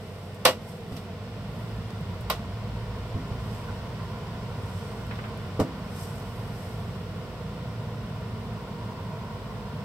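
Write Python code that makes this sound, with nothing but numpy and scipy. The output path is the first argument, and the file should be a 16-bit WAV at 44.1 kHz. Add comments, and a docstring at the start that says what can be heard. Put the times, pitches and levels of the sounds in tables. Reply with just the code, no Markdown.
"""Two distant motors drone through the hull of a small wooden sailboat, heard from inside the cabin.
Each hums at the harmonics of its drifting shaft speed. In the cabin someone shifts about: the woodwork
clacks, clicks and thuds, fittings tick and clothing swishes faintly. Behind it all lie a low rumble and
a soft rush of air. The hand-held stereo microphone pans slowly, coming out from behind a bulkhead,
passing a corner of the galley and turning toward the settee."""
import sys
import numpy as np
from scipy import signal
from scipy.fft import rfft, irfft, next_fast_len
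from scipy.io import wavfile

SR = 44100
rng = np.random.default_rng(int(sys.argv[2]) if len(sys.argv) > 2 else 0)


def transcribe(u):
    """Save the signal u as a 16-bit wav file named by the first command-line argument.

    u: samples, shape (n,) or (channels, n), limited to [-1, 1]; the rate is SR.
    q: integer samples, one column per channel.
    """
    v = np.clip(np.atleast_2d(u).T, -1, 1)
    q = np.round(v * 32767).astype(np.int16)
    wavfile.write(sys.argv[1], SR, q)


N = 433944
TURN_S = 6.9  # the microphone turns toward the settee


def motor(shaft_hz, harmonics, drift, throb_db=2.5):
    """Harmonics of a shaft whose speed drifts; each swells and fades on its way through the hull."""
    turns = np.cumsum(shaft_hz * (1 + drift * wander(1.5))) / SR
    hum = np.zeros(N)
    for multiple, db in harmonics:
        throb = gain_of(db + throb_db * wander(2.8))
        hum += throb * np.cos(2 * np.pi * (round(multiple) * turns + rng.random()))
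    return evened(hum)


# the fast motor, distant, through the hull: (shaft multiple, relative level [dB])
FAST_HARMONICS = [(1, -17), (2, 6), (3, -34), (4, -17.5)]
# its strength along the microphone's path: (time [s], level [dB])
FAST_LEVEL = [(0.6, -53.5), (1.8, -38), (2.3, -44.5), (3.3, -36), (3.7, -42), (4.4, -43.5), (6.4, -46.5),
              (8, -43), (9.84, -45.5)]


def fast_motor(trim_db=1.0):
    """The higher drone, rising and falling as the microphone moves through the cabin."""
    return gain_of(trim_db) * level(FAST_LEVEL) * motor(55.87, FAST_HARMONICS, drift=0.00598)


# the slow motor, distant, through the hull: (shaft multiple, relative level [dB])
SLOW_HARMONICS = [(1, -12), (2, 1.5), (3, -14), (4, -11.5), (5, -25)]


def slow_motor(db=-44, fade_db_per_s=3):
    """The lower drone: fullest by the galley corner, fading as the microphone turns to the settee."""
    turned_away = gain_of(-fade_db_per_s * np.maximum(np.arange(N) / SR - TURN_S, 0))
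    gain = gain_of(db) * mic_path(shadow_db=-2, corner_db=4) * turned_away
    return gain * motor(47.25, SLOW_HARMONICS, drift=0.00597)


# faint tones over the drone, centred between the channels: (frequency [Hz], level [dB])
WHINE_TONES = [(450, -63.5), (601, -64)]


def whines(drift=0.00201):
    """Thin, steady tones that waver slightly in pitch."""
    tones = np.zeros(N)
    for hz, db in WHINE_TONES:
        cycles = np.cumsum(hz * (1 + drift * wander(0.68))) / SR
        tones += gain_of(db) * evened(np.sin(2 * np.pi * cycles))
    return tones


# woodwork in the cabin: a light first contact and then a loud clack, a soft bump, a sharp click, two floor
# bumps, a rattling thud. Crack, thump and note are relative to the level: (time [s], level [dB], brightness
# [Hz], crack [dB], thump [dB], note [Hz], note [dB], ring length [factor])
BLOWS = [(0.4507, -23, 10000, -1, -28, 1100, 1, 0.87), (0.4529, -12.5, 11000, 3, -32, 509, -6, 0.96),
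         (0.4784, -23, 5000, -16, -18, 238, -8, 0.68), (0.921, -49, 12000, -8, 12.5, 70.5, 15, 1.3),
         (0.965, -40, 10000, -11, -4, 3750, -18, 1), (2.2990, -25, 9000, -11, -20, 1050, -1.5, 1.02),
         (2.3009, -29.5, 14000, 5, -10, 1430, -3, 0.76), (3.151, -37.5, 300, -35, 5, 98.3, 15.5, 1.3),
         (3.314, -50, 300, -30, -8, 105, 21, 2.5), (5.5936, -18, 500, -35, -9, 446, -1, 0.57),
         (5.5996, -17, 950, -27, -11, 280, -4.5, 0.76), (5.608, -22.5, 500, -17, -1.5, 98, 1.5, 1),
         (5.614, -31, 500, -22, -5, 240, -2, 1.15)]
# the first snap of contact: (frequency [Hz], density [dB])
CRACK_SPECTRUM = [(150, -17), (700, -23), (1600, -20), (4000, 11), (8000, 11), (13000, 6), (16000, -22)]
# the boards underfoot: (frequency [Hz], level [dB], t60 [s])
FLOOR_MODES = [(95, 0, 0.19), (112, -8, 0.12), (153, -4, 0.25), (175, 4, 0.14), (211, -7, 0.23),
               (258, 3.5, 0.41), (323, -3.5, 0.32)]


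def knock(db, bright_hz, crack_db, thump_db, note_hz, note_db, length, crack_s=0.00071, note_t60=0.1):
    """A blow on wood: a snap of contact, ringing panels, the struck piece's note and a floor thump."""
    t = np.arange(16384) / SR
    body = woodwork_ring(t, length)
    # a softer contact lasts longer and so loses its treble
    pole = np.exp(-2 * np.pi * bright_hz / SR)
    body = signal.lfilter([(1 - pole) ** 2], np.poly([pole, pole]), body)
    # a small, high-pitched piece cannot drive the bass of the panels
    bass_cut_hz = min(0.72 * note_hz, SR / 4)
    body = signal.lfilter(*signal.butter(1, bass_cut_hz, "high", fs=SR), body)
    snap = (t / crack_s) * np.exp(1 - t / crack_s)
    crack = gain_of(crack_db) * noise(CRACK_SPECTRUM, len(t)) * snap
    note = gain_of(note_db) * ring([(note_hz, 0, note_t60 * length)], t)
    thump = gain_of(thump_db) * ring(FLOOR_MODES, t) * (1 - np.exp(-t / 0.0057))  # 5.7 ms rise
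    return gain_of(db) * (crack + body + note + thump)


# the wooden panels around the microphone: (frequency [Hz], level [dB])
PANEL_MODES = [(510, -3.5), (615, -2), (672, -0.5), (810, -8), (985, -10), (1136, -3.5), (1201, -5.5),
               (1310, -10.5), (1475, -4.5), (1814, -8.5), (1950, -3.5), (2290, -20), (2713, -19),
               (2860, -3), (3320, -16), (3833, -6)]
# dense reflections off the close cabin walls: (frequency [Hz], density [dB])
REFLECTION_SPECTRUM = [(60, -36), (150, -6.5), (330, -12.5), (490, 2.5), (760, -3.5), (1100, -3.5),
                       (1650, -15.5), (2000, -12), (2900, -9), (5000, -11.5), (8000, -18.5), (13000, -17),
                       (16000, -30)]
# decay of both, before a blow's ring length scales it: (frequency [Hz], t60 [s])
CABIN_DECAY = [(150, 0.49), (500, 0.17), (2000, 0.17), (5000, 0.16), (9000, 0.18), (15000, 0.15)]


def woodwork_ring(t, length, panels_db=-3, reflections_db=3.5, rise_s=0.00043):
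    """Panel modes and a short tail of reflections, dying as fast as the cabin does at each pitch."""
    hz, frame_s, frames = signal.stft(noise(REFLECTION_SPECTRUM, len(t)), SR, nperseg=256)
    fade = np.exp(-np.log(1000) * frame_s / (length * read(CABIN_DECAY, hz)[:, None]))
    tail = signal.istft(frames * fade, SR, nperseg=256)[1][:, :len(t)]
    panels = ring([(f, db, length * read(CABIN_DECAY, f)) for f, db in PANEL_MODES], t)
    return (gain_of(panels_db) * panels + gain_of(reflections_db) * tail) * (1 - np.exp(-t / rise_s))


# ticks and creaks of the cabin fittings: (time [s], level [dB], centre [Hz], width [octaves], t60 [s])
SLIPS = [(0.345, -51, 9000, .6, .06), (1.9047, -47, 4500, 0.91, .04), (2.008, -53, 7000, 1, .06),
         (2.2085, -49, 10000, .5, .07), (2.3006, -24, 13000, 0.14, .02), (2.311, -38, 12800, .15, .05),
         (3.079, -48, 11000, .8, .012), (3.675, -39.5, 1500, .08, 0.16), (5.068, -46, 9000, 1.0, .012),
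         (5.1102, -37, 1500, 0.78, 0.14), (5.155, -47, 2800, .8, .1), (5.189, -36, 1500, 0.61, .08),
         (5.2388, -39.5, 1400, 0.7, .2), (5.374, -45, 10400, .15, .018), (5.598, -35.5, 5370, 0.81, 0.14)]


def tick(db, centre_hz, octaves, t60):
    """A tiny slip in a fitting: one band of noise that dies quickly."""
    t = np.arange(SR // 4) / SR
    white = rng.standard_normal((2, len(t)))
    band = tinted(white, lambda hz: np.exp(-(np.log2((hz + 1) / centre_hz) / octaves) ** 2 / 2))
    return gain_of(db) * evened(band) * np.exp(-np.log(1000) * t / t60)


# clothing, faint at the microphone: (frequency [Hz], density [dB])
CLOTH_SPECTRUM = [(2500, -23), (5500, 0.5), (7200, -4), (8300, 0.5), (9800, -3), (12500, -6), (14000, -10),
                  (16000, -34)]
# its strokes: (peak time [s], level [dB] follows the rise time), that is
# (peak time [s], rise time [s], level [dB], relative fizz level [dB])
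STROKES = [(0.1, 0.48, -64, -3), (0.7, 0.081, -58, -3), (0.95, 0.081, -60, -1), (1.62, .15, -66, 1),
           (3.55, 0.13, -59, -5.5), (4.797, .19, -57, -8), (6.012, 0.08, -48.5, -4.5),
           (6.19, .11, -58.5, -2), (6.37, .08, -67, 5), (6.627, .22, -58.5, -2)]


def clothing(catches_per_s=60, catch_db=-10, grain_db=0.9, fall_ratio=1.23, taper=1.3):
    """Fabric slides on fabric: grainy swishes with catching fibres and a finer fizz above."""
    swish, fizz = split(noise(CLOTH_SPECTRUM), edge_hz=10000)
    catches = rng.standard_normal((2, N)) * (rng.random(N) < catches_per_s / SR)
    swish += gain_of(catch_db) * evened(tinted(catches, lambda hz: gain_of(read(CLOTH_SPECTRUM, hz))))
    t = np.arange(N) / SR
    swish_power, fizz_power = np.zeros((2, N))
    for s, rise_s, db, fizz_db in STROKES:
        from_peak = np.maximum(s - t, (t - s) / fall_ratio) / rise_s  # dies more slowly than it builds
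        power = (gain_of(db) * np.exp(-np.minimum(from_peak ** taper, 20))) ** 2
        swish_power += power
        fizz_power += power * gain_of(fizz_db) ** 2
    grain = gain_of(grain_db * wander(73.0))
    return (np.sqrt(swish_power) * swish + np.sqrt(fizz_power) * fizz) * grain


# the hull, heard from inside: (frequency [Hz], density [dB])
RUMBLE_SPECTRUM = [(18, -42), (32, -22), (42, -17), (54, -1.5), (74, -7.5), (100, 0.5), (122, 0.5),
                   (130, -3), (150, 0.5), (180, -1.5), (212, -2), (260, -12.5), (320, -18.5), (600, -50)]


def hull_rumble(body_db=-37.5, boom_db=-47):
    """Low noise of the hull; its deepest part depends most on where the microphone is."""
    boom, body = split(noise(RUMBLE_SPECTRUM), edge_hz=81)
    body *= gain_of(body_db) * mic_path(shadow_db=-4.5, corner_db=-1.0)
    boom *= gain_of(boom_db) * mic_path(shadow_db=-11.0, corner_db=5.5)
    return body + boom


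# room tone of the cabin: the air's rush, hiss and hollow resonance: (frequency [Hz], density [dB])
RUSH_SPECTRUM = [(200, -26), (340, -9), (410, 0), (480, 2), (560, -6), (670, -1.5), (750, -5.5), (840, -6),
                 (930, -6), (1020, -3), (1130, -4.5), (1250, -11), (1400, -4.5), (1650, -14.5),
                 (2400, -34.5)]
HISS_SPECTRUM = [(1300, -0.5), (1650, -4.5), (1830, 3.5), (2100, 1.5), (2350, -0.5), (2900, 1),
                 (4000, -3.5), (5800, -7.5), (8000, -14), (10000, -15), (12800, -24), (15800, -59)]
HOLLOW_SPECTRUM = [(700, -38), (860, -13), (940, 3.5), (1020, -0.5), (1120, -6), (1300, -52)]
# strength of the airflow, which rush and hiss follow: (time [s], level [dB])
AIRFLOW_LEVEL = [(0, -44.5), (2.5, -45), (3.5, -43.5), (4.6, -44), (5.3, -43.5), (7.3, -44.5), (8.6, -44.5),
                 (9.84, -44)]
# the hollow resonance as the microphone pans: (time [s], level [dB])
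RESONANCE_LEVEL = [(0, -73), (2.5, -54), (4.2, -50), (5.4, -52.5), (7.3, -58), (8.3, -52.5), (9.1, -46.5),
                   (9.84, -50)]


def air(low_db=-0.55, bright_db=-6.0, hiss_db=-5.0, hiss_fade_db_per_s=0.214, flutter_db=0.51):
    """Moving air rushes, brighter when stronger, under a slowly fading hiss; the cabin rings hollow."""
    strength = level(AIRFLOW_LEVEL)
    surge = evened(strength)
    rush = standing_waves(noise(RUSH_SPECTRUM), depth_db=2.0, spacing_hz=9)
    low, bright = split(rush, edge_hz=837)
    low *= gain_of(low_db) * mic_path(shadow_db=-1.0)
    bright *= gain_of(bright_db) * mic_path(shadow_db=-4.5) * surge ** 0.3
    hiss = standing_waves(noise(HISS_SPECTRUM), depth_db=2.1, spacing_hz=25.16)
    hiss *= gain_of(hiss_db - hiss_fade_db_per_s * (np.arange(N) / SR - TURN_S))
    hiss *= mic_path(shadow_db=-3.5) * surge ** -0.08  # swells a little less than the rush
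    hollow = level(RESONANCE_LEVEL) * noise(HOLLOW_SPECTRUM)
    flutter = gain_of(flutter_db * wander(25.0))
    return (strength * (low + bright) + hollow) * flutter + strength * hiss


def standing_waves(x, depth_db, spacing_hz):
    """Reflections in the small cabin ripple a spectrum with fine peaks and dips."""
    grid = np.arange(0, SR / 2, spacing_hz)
    ripple = rng.standard_normal(SR)[:len(grid)]
    return evened(tinted(x, lambda hz: gain_of(depth_db * np.interp(hz, grid, ripple))))


def mic_path(shadow_db, corner_db=0, emerge_s=1.25, emerge_spread_s=0.52, corner_s=2.8, pass_s=0.91):
    """Gain as the microphone leaves the bulkhead's shadow, then passes the galley corner."""
    t = np.arange(N) / SR
    behind = (1 - np.tanh((t - emerge_s) / emerge_spread_s)) / 2
    near = np.exp(-((t - corner_s) / pass_s) ** 2 / 2)
    return gain_of(shadow_db * behind + corner_db * near)


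# likeness of the microphone's two ports: (frequency [Hz], correlation)
PORT_LIKENESS = [(60, .994), (130, .985), (290, .96), (640, .89), (1400, .66), (2000, .3), (2600, .08),
                 (3600, -.08), (6000, .05), (15000, .08)]
# how far the left port leads the right: (frequency [Hz], phase [rad])
LEFT_LEAD = [(60, 0), (700, -.05), (1500, -.5), (15000, -.5)]


def noise(spectrum, size=N):
    """Coloured noise at both ports: alike in the bass, less so in the treble."""
    hz = np.fft.rfftfreq(size, 1 / SR)
    left, other = np.exp(2j * np.pi * rng.random((2, len(hz))))
    same = read(PORT_LIKENESS, hz)
    right = (same * left + np.sqrt(1 - same ** 2) * other) * np.exp(-1j * read(LEFT_LEAD, hz))
    return evened(irfft(np.array([left, right]) * gain_of(read(spectrum, hz)), size))


def ring(modes, t):
    """Dying modes of alternating sign; the higher ones reach the two ports more out of step."""
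    hz, db, t60 = np.transpose(modes)[:, :, None]
    amplitude = gain_of(db) / np.sqrt(np.sum(gain_of(db) ** 2) / 2)
    sign = (-1) ** np.arange(len(hz))[:, None]
    fade = amplitude * sign * np.exp(-np.log(1000) * t / t60)
    apart = np.arccos(read(PORT_LIKENESS, hz)) / 2
    return np.array([(fade * np.sin(2 * np.pi * hz * t + side * apart)).sum(0) for side in (-1, 1)])


def gain_of(db):
    """Decibels to amplitude."""
    return 10 ** (np.asarray(db) / 20)


def evened(x):
    """Scales to rms 1."""
    return x / np.sqrt(np.mean(x ** 2) + 1e-20)


def read(points, hz):
    """Reads a curve on a log-frequency axis."""
    f, value = np.transpose(points)
    return np.interp(np.log(hz + 1), np.log(f + 1), value)


def level(rows):
    """Gain over time from (time [s], level [dB])."""
    return gain_of(np.interp(np.arange(N) / SR, *np.transpose(rows)))


def tinted(x, gain):
    """Filters by a gain that is a function of frequency."""
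    size = next_fast_len(x.shape[-1] + 4096)
    return irfft(rfft(x, size) * gain(np.fft.rfftfreq(size, 1 / SR)), size)[..., :x.shape[-1]]


def wander(rate_hz):
    """Slow random drift of rms 1."""
    return evened(tinted(rng.standard_normal(N), lambda hz: np.exp(-(hz / rate_hz) ** 2)))


def split(x, edge_hz):
    """The parts below and above an edge, each of rms 1."""
    low = tinted(x, lambda hz: 1 / (1 + (hz / edge_hz) ** 12))
    return evened(low), evened(x - low)


def add(mix, s, sound):
    """Mixes a stereo sound in at time s."""
    part = mix[:, round(s * SR):][:, :sound.shape[1]]
    part += sound[:, :part.shape[1]]


def scene():
    """The cabin at the microphone: drone, rumble, air and clothing, with knocks and ticks on top."""
    drone = slow_motor() + fast_motor() + whines()
    mix = drone + hull_rumble() + air() + clothing()
    for s, *blow in BLOWS:
        add(mix, s, knock(*blow))
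    for s, *slip in SLIPS:
        add(mix, s, tick(*slip))
    return mix


# treble dips of the microphone housing: (centre [Hz], width [Hz], gain [dB])
HOUSING_DIPS = [(6575, 293, -9), (10380, 510, -10.5)]


def record(dry, balance_db=0.45, edge_hz=15850):
    """The microphone: two housing dips, a slightly louder right port, clipping and a band limit."""
    def housing(hz):
        """Gain through the housing."""
        return gain_of(sum(db * np.exp(-((hz - f) / width) ** 2 / 2) for f, width, db in HOUSING_DIPS))

    balance = gain_of([[-balance_db], [balance_db]])
    clipped = np.clip(tinted(dry, housing) * balance, -1, 1)
    band_limit = signal.firwin(801, edge_hz, window=("kaiser", 9), fs=SR)
    return signal.oaconvolve(clipped, band_limit[None], "same")


dry = scene()
out = record(dry)
transcribe(out)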